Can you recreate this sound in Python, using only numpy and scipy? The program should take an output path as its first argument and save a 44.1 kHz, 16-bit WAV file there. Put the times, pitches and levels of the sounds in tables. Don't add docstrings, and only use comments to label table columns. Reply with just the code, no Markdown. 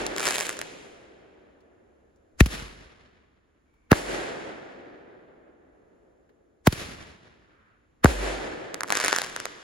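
import sys
import numpy as np
from scipy import signal
from scipy.fft import rfft, irfft, next_fast_len
from scipy.io import wavfile

SR = 44100
rng = np.random.default_rng(int(sys.argv[2]) if len(sys.argv) > 2 else 0)


def unload_audio(sound):
    columns = np.transpose(np.atleast_2d(sound))
    steps = np.round(np.clip(columns, -1, 1) * 32767)
    wavfile.write(sys.argv[1], SR, steps.astype(np.int16))


N = 424666
LEAD = SR // 2
SIZE = N + LEAD
SHORT = 8192
HALF_S = SHORT / 2 / SR
SECOND = np.arange(SR) / SR


def undb(db):
    return 10 ** (np.asarray(db) / 20)


def along(points, hz):
    f, value = np.transpose(points)
    return np.interp(np.log(np.maximum(hz, 1)), np.log(f), value)


def freqs(size):
    return np.fft.rfftfreq(size, 1 / SR)


def unit(x):
    energy = np.sum(x ** 2, axis=-1)
    return x / np.sqrt(np.mean(energy))


def add(out, s, x):
    start = LEAD + int(round(s * SR))
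    part = x[..., :max(SIZE - start, 0)]
    out[..., start:start + part.shape[-1]] += part


def pan(db):
    return undb(np.array([[db], [-db]]) / 2)


def colour(x, spectrum):
    size = next_fast_len(x.shape[-1])
    gain = undb(along(spectrum, freqs(size)))
    return irfft(rfft(x, size) * gain, size)[..., :x.shape[-1]]


def hump(hz):
    return [(hz / 5, -28), (hz / 1.7, -11), (hz, 0), (hz * 1.4, -11), (hz * 5, -30)]


def walk(size, rate):
    steps = np.arange(size) * rate / SR
    return 1.2 * np.interp(steps, np.arange(4096), rng.standard_normal(4096))


def swell(length_s, power, skew=1):
    phase = np.clip(SECOND / length_s, 0, 1) ** skew
    return (4 * phase * (1 - phase)) ** power


# pitch_hz, correlation (1 = the same)
LIKENESS = [(60, .9), (150, .75), (300, .35), (650, -.1), (1400, -.15), (3100, .25), (4500, .5), (6500, .5),
            (8200, .93)]


def diffuse(size, spectrum):
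    length = next_fast_len(size)
    hz = freqs(length)
    alike = np.clip(along(LIKENESS, hz), -.98, .98)
    mid, side = rfft(rng.standard_normal((2, length))) * np.sqrt([1 + alike, 1 - alike])
    return irfft(np.array([mid + side, mid - side]) * undb(along(spectrum, hz)), length)[:, :size]


# pitch_hz, loss_db_per_s
AIR_LOSS = [(100, 1), (400, -1.5), (900, 3.5), (1700, 4.5), (3500, 13), (6000, 23), (10000, 37),
            (16000, 83.5)]


def roll(spectrum, echoes, patchy_db):
    size = 3 * SR
    hz, s, cells = signal.stft(diffuse(size, spectrum), SR, nperseg=256)
    after_air = cells * undb(-along(AIR_LOSS, hz)[:, None] * s)
    sound = signal.istft(after_air, SR)[1][:, :size]
    fade_db = np.interp(np.arange(size) / SR, *np.transpose(echoes))
    patches_db = patchy_db * (walk(size, 35) + walk(size, 400))
    return unit(sound * undb(fade_db + patches_db))


def shock(spectrum, corner_hz, lag_cycles, size=SHORT):
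    hz = np.maximum(freqs(size), 1)
    gain = undb(along(spectrum, hz)) / np.sqrt(1 + (corner_hz / hz) ** 4)
    jump = irfft(gain * np.exp(-2j * np.pi * lag_cycles * np.log(hz / 1000)))
    return np.roll(jump, size // 2) * np.hanning(size)


def spit(spectrum, rise_s, fall_s, size=SHORT):
    t = (np.arange(size) - size // 2) / SR
    strength = np.exp(np.where(t < 0, t / rise_s, -t / fall_s))
    return unit(diffuse(size, spectrum) * strength)


def bass(thump_db, boom_db, thump_hz=62, thump_s=0.022, boom_hz=48, boom_s=0.165, waver_db=2.5):
    thump_swell = (SECOND / thump_s * np.exp(1 - SECOND / thump_s)) ** 1.8
    boom_swell = (SECOND / boom_s * np.exp(1 - SECOND / boom_s)) ** 3.6
    thump = np.sin(2 * np.pi * thump_hz * SECOND) * thump_swell
    boom = np.sin(2 * np.pi * boom_hz * SECOND) * boom_swell
    return undb(thump_db) * thump + undb(boom_db + waver_db * walk(SR, 16)) * boom


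# pitch_hz, level_db
NIGHT = [(15, -37.5), (25, -8), (66, 3.5), (135, -10.5), (309, -5.5), (691, -19), (1500, -19.5),
         (2240, -26), (5140, -36.5), (7280, -31), (8550, -50), (10000, -36), (15000, -58.5)]
NIGHT_DB = -68.5
# peak_s, level_db, pitch_hz
TICKS = [(1.606, -47, 4500), (2.16, -50, 6450), (3.74, -43, 990), (6.293, -40, 1810)]


def night():
    rumble = unit(diffuse(SIZE, NIGHT)) * np.sqrt(SIZE)
    out = undb(NIGHT_DB + 1.2 * walk(SIZE, 2.8)) * rumble
    for s, db, hz in TICKS:
        add(out, s - HALF_S, undb(db) * spit(hump(hz), rise_s=0.0004, fall_s=0.0081))
    return out


# start_s, length_s, level_db, pitch_hz, width_hz
CLIMBS = [(3.621, .36, -78, 2262, 171.1), (7.329, 0.58, -65, 1410, 1000)]


def climbs():
    out = np.zeros((2, SIZE))
    for s, length_s, db, hz, width_hz in CLIMBS:
        edge = 1 + width_hz / hz
        below = [(hz / edge ** 3, -50), (hz / edge, -13)]
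        above = [(hz * edge, -13), (hz * edge ** 3, -50)]
        hiss = unit(diffuse(SR, below + [(hz, 0)] + above)) * np.sqrt(SR)
        add(out, s, undb(db) * swell(length_s, power=1.5) * hiss)
    return out


# start_s, level_db, bass_corner_hz, thump_db, boom_db, roll_db,
# left_minus_right_db, lag_cycles, tube_note_hz
LAUNCHES = [(2.4067, 42.5, 38.26, -16, -40.5, 2.5, 3, 1.0, 1985),
            (6.672, 42.5, 104.1, -44, -61.5, 2.5, -0.5, 1.15, 870)]
# pitch_hz, level_db
LAUNCH_BLAST = [(30, -2.5), (70, 0.5), (140, -3), (300, -9), (480, -18), (750, -24.5), (1900, -22.5),
                (3000, -36), (7000, -43), (11000, -35.5), (16000, -49.5)]
# pitch_hz, level_db
WALL_KNOCK = [(40, -14), (110, -2.5), (250, -4.5), (600, -17.5), (3000, -26)]
WALL_S, FAR_WALL_S = .0535, .213
# pitch_hz, level_db
LAUNCH_ROLL = [(30, -6), (70, 8.5), (130, 1.5), (400, 1), (900, -4), (1800, -1), (3200, -4.5), (7500, -9),
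               (11000, -11), (16000, -22)]
# delay_s, level_db
LOW_ECHOES = [(.004, -6), (.04, -9), (.09, -3), (.12, 1.5), (.22, -3.5), (.5, -15), (1, -27), (2, -40),
              (3.2, -54)]


def launches(far_wall_db=-28):
    out = np.zeros((2, SIZE))
    for s, db, corner_hz, thump_db, boom_db, roll_db, pan_db, lag, tube_hz in LAUNCHES:
        peak_s = s - HALF_S
        blast = undb(db) * shock(LAUNCH_BLAST, corner_hz, lag) * pan(pan_db)
        noise_burst = undb(db - 40.5) * spit(CRACKLE, rise_s=0.0048, fall_s=0.0025)
        tube_note = undb(db - 31.0) * spit(hump(tube_hz), rise_s=0.0013, fall_s=0.0032)
        add(out, peak_s, blast + noise_burst + tube_note)
        knock = colour(blast, WALL_KNOCK)
        slap = undb(db - 46.5) * spit(LAUNCH_ROLL, rise_s=0.00092, fall_s=.007)
        add(out, peak_s + WALL_S, undb(-30.5) * blast + undb(-20.5) * knock + slap)
        add(out, peak_s + FAR_WALL_S, undb(far_wall_db) * knock)
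        add(out, s, bass(thump_db, boom_db))
        add(out, s, undb(roll_db) * roll(LAUNCH_ROLL, LOW_ECHOES, patchy_db=1.24))
    return out


# pitch_hz, level_db
CRACKLE = [(30, -52.5), (100, -21.5), (400, -3.5), (900, -3), (1700, 1.5), (3000, -9), (7500, -5.5),
           (11000, -15), (16000, -29)]


def star_colour(treble_db):
    return [(hz, db + treble_db * np.clip(np.log2(hz / 3000) / 2, -.5, .5)) for hz, db in CRACKLE]


def pop(treble_db, snap_db=-2.5, gas_db=-1.7, size=1024):
    spectrum = star_colour(treble_db)
    snap = unit(shock(spectrum, 150, lag_cycles=.7, size=size))
    gas = spit(spectrum, rise_s=.0005, fall_s=.001, size=size)
    return undb(snap_db) * snap + undb(gas_db) * gas


def shower(spectrum, per_s, strength, spread_db, scatter_db):
    sizes = undb(spread_db * np.clip(rng.standard_normal(SR), -2, 2))
    hits = (rng.random(SR) < per_s / SR) * sizes * strength
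    hits = hits * undb(scatter_db * rng.standard_normal((2, SR)))
    tiny_shock = shock(spectrum, 190, lag_cycles=.7, size=1024)
    return unit(signal.fftconvolve(hits, tiny_shock[None], mode="same", axes=1))


# peak_s, level_db
POPS = [(0.0659, -2), (0.164, -6), (0.182, -4), (0.1967, -5.5), (0.2046, -5), (0.2548, -2.5),
        (0.2685, -1.5), (0.2715, 0), (0.2788, -0.5), (0.2871, 0), (0.3079, -2.5), (0.3574, -4.5),
        (0.383, -0.5), (0.4023, -4.5), (0.4088, -1.5), (0.4676, -8.5), (0.493, -3), (0.591, -9),
        (0.615, -5), (8.7438, -4), (8.8077, -4), (8.834, -2), (8.904, 4), (8.9235, 6), (8.9533, 0.5),
        (8.9718, 1.5), (9.0011, -1), (9.0402, -0.5), (9.0475, 2.5), (9.061, 0.5), (9.082, 4.5),
        (9.1286, 6.5), (9.1627, 2.5), (9.1858, 1.5), (9.2176, -2), (9.3632, -4.5), (9.4015, -8),
        (9.4552, -2)]
# start_s, length_s, small_stars_db, big_stars_db, treble_over_mids_db, left_minus_right_db
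VOLLEYS = [(.14, .49, 9.5, 1.5, 0.5, -0.5), (8.87, 0.52, 10, 2, -1.5, -0.7)]
SMALL_STARS_PER_S, BIG_STARS_PER_S = 1500, 52
# pitch_hz, level_db
FIRST_SHOWER = [(150, -9.5), (450, -0.5), (1000, -6), (2200, 1), (3200, -3.5), (5500, -10), (7500, -3),
                (11000, -13), (16000, -26.5)]
SECOND_SHOWER = [(150, -22), (500, -11), (1000, -11), (1650, -4), (3000, -11.5), (7200, -15), (11000, -24),
                 (16000, -49)]
# pitch_hz, level_db
CRACKLE_ROLL = [(200, 3), (600, -2.5), (1600, -5.5), (3000, 2), (8000, 0), (16000, 3)]


def crackles(colour_spread_db=2, small_bunching=2.7, big_bunching=0.96, skew=0.66):
    out = np.zeros((2, SIZE))
    for s, db in POPS:
        *_, treble_db, pan_db = min(VOLLEYS, key=lambda volley: abs(volley[0] - s))
        star = pop(treble_db + colour_spread_db * rng.standard_normal())
        add(out, s - star.shape[-1] / 2 / SR, undb(db) * star * pan(pan_db))
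    for volley, spectrum in zip(VOLLEYS, (FIRST_SHOWER, SECOND_SHOWER)):
        s, length_s, small_db, big_db, treble_db, pan_db = volley
        small_swell = swell(length_s, small_bunching, skew)
        big_swell = swell(length_s, big_bunching, skew)
        small = shower(spectrum, SMALL_STARS_PER_S, small_swell, spread_db=3.0, scatter_db=5)
        big = shower(star_colour(treble_db), BIG_STARS_PER_S, big_swell, spread_db=1.6, scatter_db=2.5)
        add(out, s, undb(small_db) * small + undb(big_db) * big * pan(pan_db))
    ground = undb(-9) * colour(np.roll(out, int(0.01 * SR), axis=1), GROUND_ECHO)
    around = roll(CRACKLE_ROLL, HIGH_ECHOES, patchy_db=1)
    answer = signal.fftconvolve(out[:1], around, axes=1)[:, :SIZE]
    return out + ground + undb(-16.0) * answer


# start_s, level_db, bass_corner_hz, thump_db, boom_db, roll_db, left_minus_right_db
BURSTS = [(-.25, 40, 81, -30.5, -41, 11.5, 0), (3.9175, 38.5, 82.2, -43.5, -47, 11.5, -1),
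          (8.0454, 39, 39.9, -16.5, -29, 12.5, 3)]
# pitch_hz, level_db
BURST_BLAST = [(30, -4), (70, 1), (240, 0), (480, -5.5), (1000, -20.5), (1800, -19), (2800, -34),
               (5000, -36), (9000, -40.5), (16000, -46)]
# pitch_hz, level_db
GROUND_ECHO = [(100, -24), (300, 1.5), (700, -0.5), (1700, 3.5), (2800, -19.5), (6000, -25.5), (16000, -43)]
# pitch_hz, level_db
BURST_ROLL = [(30, -21.5), (100, -10), (200, -5), (370, 3), (700, 0.5), (1050, -7), (1700, -3.5),
              (3000, -10.5), (5500, -15), (8000, -13), (11000, -19.5), (16000, -31.5)]
# delay_s, level_db
HIGH_ECHOES = [(.004, -4), (.05, -1), (.12, -5.5), (0.231, 2), (.32, -1.5), (0.499, -5.5), (1, -15),
               (1.5, -22.5), (2.5, -31.5), (3.201, -41.5)]


def bursts(ground_s=.0118, rush_hz=1550):
    out = np.zeros((2, SIZE))
    for s, db, corner_hz, thump_db, boom_db, roll_db, pan_db in BURSTS:
        peak_s = s - HALF_S
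        blast = undb(db) * shock(BURST_BLAST, corner_hz, lag_cycles=.85) * pan(pan_db)
        noise_burst = undb(db - 37.5) * spit(CRACKLE, rise_s=0.00032, fall_s=0.00072)
        rush = undb(db - 32.0) * spit(hump(rush_hz), rise_s=.003, fall_s=0.00068)
        add(out, peak_s, blast + noise_burst + rush)
        twin = undb(db - 18.5) * shock(GROUND_ECHO, corner_hz, lag_cycles=0.87)
        twin_noise = undb(db - 30) * spit(GROUND_ECHO, rise_s=0.0018, fall_s=0.0038)
        add(out, peak_s + ground_s, twin + twin_noise)
        add(out, s, bass(thump_db, boom_db))
        add(out, s, undb(roll_db) * roll(BURST_ROLL, HIGH_ECHOES, patchy_db=0.56))
    return out


def scene():
    return (night() + climbs() + launches() + crackles() + bursts())[:, LEAD:]


# pitch_hz, left_lead_radians
PORT_PHASE = [(20, -.25), (400, -.2), (1250, -.7), (2100, 1), (3000, 0), (4600, -.2), (5800, 2),
              (7200, 1.2), (8500, 3.1), (10300, 5.7), (12800, 9.4), (16000, 13.2)]
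# pitch_hz, left_minus_right_db
PORT_BALANCE = [(60, -1), (110, 0.5), (200, 0.3), (380, 0.4), (700, 0), (1290, -2), (2380, 1), (4400, 1),
                (8120, -1.5), (15000, 1)]
CEILING, TOP_HZ = .86, 16000


def record(dry):
    size = next_fast_len(N + SHORT)
    hz, sides = freqs(size), np.array([[.5], [-.5]])
    ports = undb(sides * along(PORT_BALANCE, hz)) * np.exp(1j * sides * along(PORT_PHASE, hz))
    sound = irfft(rfft(dry, size) * ports, size)[:, :N]
    rounded = sound / (1 + (sound / CEILING) ** 4) ** (1 / 4)
    top_cut = signal.ellip(8, .2, 70, TOP_HZ, fs=SR, output="sos")
    return signal.sosfilt(top_cut, rounded)


dry = scene()
out = record(dry)
unload_audio(out)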